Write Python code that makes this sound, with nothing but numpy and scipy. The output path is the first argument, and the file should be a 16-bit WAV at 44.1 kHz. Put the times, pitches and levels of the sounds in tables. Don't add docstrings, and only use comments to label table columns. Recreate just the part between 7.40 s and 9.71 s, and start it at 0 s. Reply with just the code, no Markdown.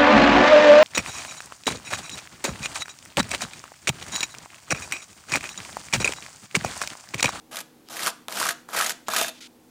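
import sys
import numpy as np
from scipy import signal
from scipy.fft import rfft, irfft, next_fast_len
from scipy.io import wavfile
from scipy.ndimage import uniform_filter1d

SR = 44100
rng = np.random.default_rng(int(sys.argv[2]) if len(sys.argv) > 2 else 0)


def unload_audio(sound):
    columns = np.transpose(np.atleast_2d(sound))
    steps = np.round(np.clip(columns, -1, 1) * 32767)
    wavfile.write(sys.argv[1], SR, steps.astype(np.int16))


N = 101826
TIME = np.arange(N) / SR

# rasp start/dB, rasp end/dB, plate/dB, blade ring/dB
STROKES = [(0.111, 0.022, 0.068, 0.014, -40, 6, -2.5, 1360, 1450, 1.5, 1.5, -0.5, -33.5),
           (0.499, 0.17, 0.017, 0.021, -27, 15, 9, 1350, 1106, -2, -3.5, -3.5, -23),
           (0.894, 0.091, 0.13, 0.014, -28.5, 13.5, 14, 1240, 1680, -5, -3, -3, -24),
           (1.286, 0.0125, 0.0253, 0.0113, -46.5, 3, -3, 1170, 1160, 8, 12, -3.5, -33),
           (1.331, 0.052, 0.031, 0.11, -24, 11, 9.5, 1533, 1340, 1.5, -6.5, -1.5, -23),
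           (1.7, 0.066, .05, 0.0834, -27, 8, 10.5, 1350, 1390, 5, -9.5, 4.5, -4)]
# t/s, relative crack/dB, relative thud/dB, thud f/Hz, crumble decay/s
BIG_RIDGES = [(0.1578, -15, -35, 2110, 0.0028), (0.169, -12, -34, 1190, 0.0027),
              (0.1886, -15, -27.5, 1880, 0.0014), (0.205, -15.5, -47, 1510, 0.0016),
              (0.568, -16.5, -27, 1760, 0.0026), (0.5924, -18, -23, 1880, 0.00185),
              (0.663, -5.5, -25, 1330, 0.0014), (0.6772, -18, -15.5, 1173, .004),
              (0.9235, -17.5, -32, 1900, 0.00386), (1.0, -10.5, -24, 1270, 0.005),
              (1.0545, -9, -17.5, 1620, .0015), (1.0666, -12, -18.5, 1260, 0.0025),
              (1.0895, -8, -12.5, 1680, 0.0046), (1.1072, -19, -21.5, 1750, 0.0018),
              (1.388, -8.5, -27, 1990, 0.00107), (1.4018, -16, -13.5, 1336, 0.0023),
              (1.4102, -9.5, -16.5, 1318, .0025), (1.4221, -14, -18, 1690, 0.0037),
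              (1.4445, -9.5, -37, 1410, 0.0018), (1.463, -12, -30, 1270, 0.0048),
              (1.4946, -7.5, -30, 1430, 0.0039), (1.688, -16, -41.5, 1360, 0.0033),
              (1.7352, -16, -27, 1148, .003), (1.7637, -6.5, -14, 1820, 0.0044),
              (1.782, -10, -30, 1780, 0.0036), (1.812, -7.5, -42, 1490, 0.0045),
              (1.8256, -9, -33, 1690, 0.0031), (1.832, -8.5, -41.5, 1240, 0.0019),
              (1.8821, -15, -36, 1270, 0.00403)]
# f/Hz, relative level/dB, t60/s
PLATE_MODES = [(205, -18, .1), (320, -17, .06), (460, -17, .04), (636, -5, .07), (692, 0, .08),
               (714, -5, .06), (778, -9, .05), (1045, -9, .06), (1272, 0, .06), (1655, -6, .06),
               (1755, -8, .05), (2410, -13, .05)]
# f/Hz, gain/dB
CRUST_SPECTRUM = [(500, -25.5), (1500, -1), (2400, -1), (3000, -2), (4200, -2), (6800, -2.5), (7400, -3),
                  (9200, -5.5), (11200, -5.5), (12800, -11), (13600, -6.5), (14150, -16), (14800, -5),
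                  (16000, -38.5)]


def scraping(effort, firm_db=-27):
    slice_hz, rasp_db, plate_db, ring_db, flatten_db = blade_place()
    firmness_db = 20 * np.log10(effort + 1e-6) - firm_db
    effort = effort * catching(stall_s=0.00433, hush_db=4)
    rasp = effort * from_db(rasp_db + 0.42 * firmness_db)
    press = effort * from_db(-6 - 0.19 * firmness_db)
    slips = stick_slip(per_s=260, relax_s=0.00077, depth_db=5)
    breaks = slips * fractures(per_s=8600, spread_db=5)
    crackle = effort * evened(coloured(crumbs(breaks), CRUST_SPECTRUM))
    force = evened(slips * fractures(per_s=5000, spread_db=1))
    hollow = rasp * slice_rasp(force, slice_hz)
    bulk = press * from_db(flatten_db) * slice_bulk(slips)
    toast = from_db(-0.5) * crackle + from_db(-3.5) * hollow + from_db(-2.5) * bulk
    plate = plate_ring(force, low_gain=press * from_db(plate_db - 6), high_gain=rasp * from_db(-8.7))
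    return toast + plate + blade_ring(force, effort * from_db(ring_db))


def stroke_effort(fade_s, swell_power=1.34, end_power=0.46):
    gain = np.zeros(N)
    for t, swell_s, hold_s, end_s, db, swell_db, drop_db, *_ in STROKES:
        swell = np.clip((TIME - t) / swell_s, 0, 1) ** swell_power
        ending = np.clip((TIME - t - swell_s - hold_s) / end_s, 0, 1) ** end_power
        level_db = db - swell_db * (1 - swell) - drop_db * ending
        gain += gate(t, swell_s + hold_s + end_s, fade_s) * from_db(level_db)
    return gain


def blade_place(flatten_db_per_s=18.5):
    rows = np.array(STROKES)
    current = np.maximum(np.searchsorted(rows[:, 0], TIME) - 1, 0)
    t, swell_s, hold_s, end_s = rows[current, :4].T
    from_hz, to_hz, from_rasp_db, to_rasp_db, plate_db, ring_db = rows[current, 7:].T
    length_s = swell_s + hold_s + end_s
    along = np.clip((TIME - t) / length_s, 0, 1)
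    slice_hz = from_hz + (to_hz - from_hz) * along
    rasp_db = from_rasp_db + (to_rasp_db - from_rasp_db) * along
    flatten_db = flatten_db_per_s * length_s * (0.5 - along)
    return slice_hz, rasp_db, plate_db, ring_db, flatten_db


def stick_slip(per_s, relax_s, depth_db):
    jumps = (rng.random(N) < per_s / SR) * rng.uniform(0.081, 1, N)
    sliding = np.tanh(signal.lfilter([1], [1, -np.exp(-1 / (relax_s * SR))], jumps))
    return from_db(depth_db * uniform_filter1d(sliding, size=60))


def catching(stall_s, hush_db):
    stalled = sum(np.exp(-((TIME - t) / stall_s + 1) ** 2) for t, *_ in BIG_RIDGES)
    return from_db(-hush_db * stalled)


def fractures(per_s, spread_db):
    sizes = from_db(spread_db * np.minimum(rng.exponential(1, N), 4))
    signs = rng.choice([-1, 1], N)
    return sizes * signs * (rng.random(N) < per_s / SR)


def crumbs(clicks, count=18, q=16):
    crumb = rng.integers(0, count, N)
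    pitches_hz = np.geomspace(2300, 14200, count)
    rings = sum(resonance(clicks * (crumb == k), hz, hz / q) for k, hz in enumerate(pitches_hz))
    return clicks + from_db(1) * np.sqrt(q) * rings


def snaps(ridges):
    cracks, shower, thuds = np.zeros((3, N))
    for t, crack_db, thud_db, thud_hz, crumble_s in ridges:
        age_s = np.maximum(TIME - t, 0)
        cracks[round(t * SR)] = from_db(crack_db + 2)
        shower += from_db(crack_db - 9.5) * np.tanh(age_s / 0.00018) * np.exp(-age_s / crumble_s)
        thuds += thud(t, thud_db + 0.5, thud_hz, cycles=0.98)
    breaks = cracks + shower * evened(fractures(per_s=18000, spread_db=5), size=100)
    return coloured(crumbs(breaks), CRUST_SPECTRUM) + thuds + from_db(-33) * struck(cracks, PLATE_MODES)


def small_ridges(effort, per_s, spread_db, thud_hz, spread_octaves, crumble_s):
    time_jitter, crack_jitter, thud_jitter, pitch_jitter = rng.uniform(-1, 1, (200, 4)).T
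    times_s = (np.arange(200) + 1 + time_jitter / 2) / per_s
    pressure = np.interp(times_s, TIME, effort)
    pressure_db = 20 * np.log10(pressure + 1e-9)
    crack_db = pressure_db + 12.5 + spread_db * crack_jitter
    thud_db = pressure_db + 7 + spread_db * thud_jitter
    pitch_hz = thud_hz * 2 ** (spread_octaves * pitch_jitter)
    rows = np.transpose([times_s, crack_db, thud_db, pitch_hz])
    return [(*row, crumble_s) for row in rows[pressure > 0]]


def knocks(give_s):
    # t/s, relative tick/dB, tick f/Hz, thud/dB, thud f/Hz, relative plate/dB
    blows = [(0.4874, -21.5, 5230, -36, 1410, -44.5), (0.8838, -7.5, 3790, -23, 1100, -21.5),
             (1.289, -28, 8370, -26, 1117, -30), (1.684, -8, 7200, -14.5, 1050, -11.5),
             (1.8138, -3.5, 3580, -17, 770, -12.5)]
    push, contact = np.zeros((2, N))
    for t, tick_db, tick_hz, thud_db, thud_hz, plate_db in blows:
        tick = from_db(tick_db) * (np.arange(N) == round(t * SR))
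        contact += from_db(4) * coloured(tick, CRUST_SPECTRUM)
        contact += from_db(-12) * ring(tick, tick_hz, t60_s=0.0042)
        contact += thud(t, thud_db, thud_hz, cycles=0.46)
        push[round((t + give_s) * SR)] = from_db(plate_db)
    pressed = [(hz, db, t60_s / 2) for hz, db, t60_s in PLATE_MODES]
    return contact + from_db(-6.5) * struck(filtered(push, 1, 1400), pressed)


def thud(start_s, db, hz, cycles):
    turns = np.maximum(TIME - start_s, 0) * hz
    return from_db(db) * np.sin(2 * np.pi * turns) * turns / cycles * np.exp(1 - turns / cycles)


def slice_rasp(force, slice_hz):
    hollow = resonance(force, slice_hz, width_hz=950)
    return evened(filtered(hollow, 2, [850, 2100], "band"))


def slice_bulk(slips):
    # f/Hz, gain/dB
    spectrum = [(60, -61), (110, -8), (200, -4), (330, -2.5), (420, -1), (560, 0.5), (720, 5), (900, 0),
                (1300, 1), (2500, -45.5)]
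    return evened(coloured(slips * fractures(per_s=5000, spread_db=5), spectrum))


def plate_ring(force, low_gain, high_gain, split_hz=1000):
    low = [mode for mode in PLATE_MODES if mode[0] < split_hz]
    high = [mode for mode in PLATE_MODES if mode[0] >= split_hz]
    return rubbed(force, low_gain, low) + rubbed(force, high_gain, high)


def blade_ring(force, gain):
    # f/Hz, relative level/dB, t60/s
    modes = [(2410, -1, .08), (2610, -3, .07), (2701, -3, .18), (3543, -3, .22), (3568, -3.5, .2),
             (3683, -2, .14), (3946, -6, .2), (4290, -2, .08), (6220, -2, .06), (6756, -2, .11),
             (11600, 0, .03)]
    return rubbed(force, gain, modes)


def brushing():
    # t/s, length/s, start level/dB, change/dB
    passes = [(0.444, 0.049, -70, 16), (1.666, 0.015, -49, 7), (1.936, 0.0586, -55, 3.5),
              (2.007, 0.068, -42, -6)]
    # f/Hz, gain/dB
    spectrum = [(590, -63), (1000, -41), (1400, -2.5), (1630, -8.5), (2450, 0), (2650, -2), (3040, 2.5),
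                (6490, -4.5), (10000, -13), (15000, -29)]
    touch = np.zeros(N)
    for t, length_s, db, change_db in passes:
        along = np.clip((TIME - t) / length_s, 0, 1)
        touch += gate(t, length_s, fade_s=0.006) * from_db(db + change_db * along)
    return touch * evened(coloured(fractures(per_s=18000, spread_db=2.5), spectrum))


def reflections(x, first_s, t60_s, wet_db, wall_hz):
    age_s = TIME[:SR // 2]
    tail = rng.standard_normal(len(age_s)) * from_db(-60 * age_s / t60_s) * (age_s > first_s)
    echoes = signal.fftconvolve(x, tail / np.sqrt(np.sum(tail ** 2)))[:N]
    return from_db(wet_db) * filtered(echoes, 1, [200, wall_hz], "band")


def room_tone(noise_db=-56):
    # f/Hz, rms level/dB
    hum_tones = [(245, -61.5), (318, -65)]
    # f/Hz, gain/dB
    spectrum = [(25, -27), (60, -26), (110, -21.5), (160, -14), (190, -15.5), (260, -11.5), (330, -13.5),
                (420, -19), (490, -13.5), (620, -26), (780, -20), (1200, -28.5), (2000, -32), (16000, -38)]
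    hum = sum(from_db(db) * np.sqrt(2) * np.sin(2 * np.pi * hz * TIME + 0.69 * drift(7.8))
              for hz, db in hum_tones)
    return from_db(noise_db) * rms_one(coloured(rng.standard_normal(N), spectrum)) + hum


def rubbed(force, gain, modes):
    return struck(gain * force, modes) / np.std(struck(force, modes))


def struck(force, modes):
    return sum((-1) ** k * from_db(db) * ring(force, hz, t60_s) for k, (hz, db, t60_s) in enumerate(modes))


def ring(clicks, hz, t60_s):
    r, w = from_db(-60 / (t60_s * SR)), 2 * np.pi * hz / SR
    return signal.lfilter([0, np.sin(w)], [1, -2 * r * np.cos(w), r * r], clicks + 1e-18)


def resonance(x, hz, width_hz):
    turn = np.exp(2j * np.pi * np.cumsum(hz * np.ones(N)) / SR)
    r = np.exp(-np.pi * width_hz / SR)
    return 2 * np.real(turn * signal.lfilter([1 - r], [1, -r], x / turn))


def coloured(x, spectrum):
    size = next_fast_len(2 * N)
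    hz, db = np.transpose(spectrum)
    grid_hz = np.maximum(np.fft.rfftfreq(size, 1 / SR), 1)
    gain = from_db(np.interp(np.log(grid_hz), np.log(hz), db))
    cepstrum = irfft(np.log(gain), size)
    cepstrum[1:size // 2] *= 2
    cepstrum[size // 2 + 1:] = 0
    return irfft(rfft(x, size) * np.exp(rfft(cepstrum)), size)[:N]


def filtered(x, order, hz, kind="low"):
    return signal.sosfilt(signal.butter(order, hz, kind, fs=SR, output="sos"), x)


def gate(start_s, length_s, fade_s):
    return np.clip(np.minimum(TIME - start_s, start_s + length_s - TIME) / fade_s + 0.5, 0, 1)


def drift(hz):
    return rms_one(filtered(rng.standard_normal(2 * N), 2, hz)[N:])


def evened(x, size=900):
    return x / np.sqrt(uniform_filter1d(uniform_filter1d(x * x, size), size) + 1e-12)


def rms_one(x):
    return x / np.sqrt(np.mean(x ** 2) + 1e-20)


def from_db(db):
    return 10 ** (np.asarray(db) / 20)


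def scene():
    effort = stroke_effort(fade_s=0.0046)
    lesser = small_ridges(effort, per_s=30, spread_db=7, thud_hz=1450, spread_octaves=0.46,
                          crumble_s=0.0036)
    toast = scraping(effort) + snaps(BIG_RIDGES + lesser) + knocks(give_s=0.00212)
    toast = filtered(toast, 3, 115, "high")
    counter = reflections(toast, first_s=0.001, t60_s=0.08, wet_db=-12, wall_hz=12000)
    kitchen = reflections(toast, first_s=0.0075, t60_s=0.37, wet_db=-14, wall_hz=7200)
    return (toast + counter + kitchen + brushing() + room_tone())[None]


def record(dry):
    return signal.sosfilt(signal.ellip(10, 0.1, 80, 16000, fs=SR, output="sos"), dry)


dry = scene()
out = record(dry)
unload_audio(out)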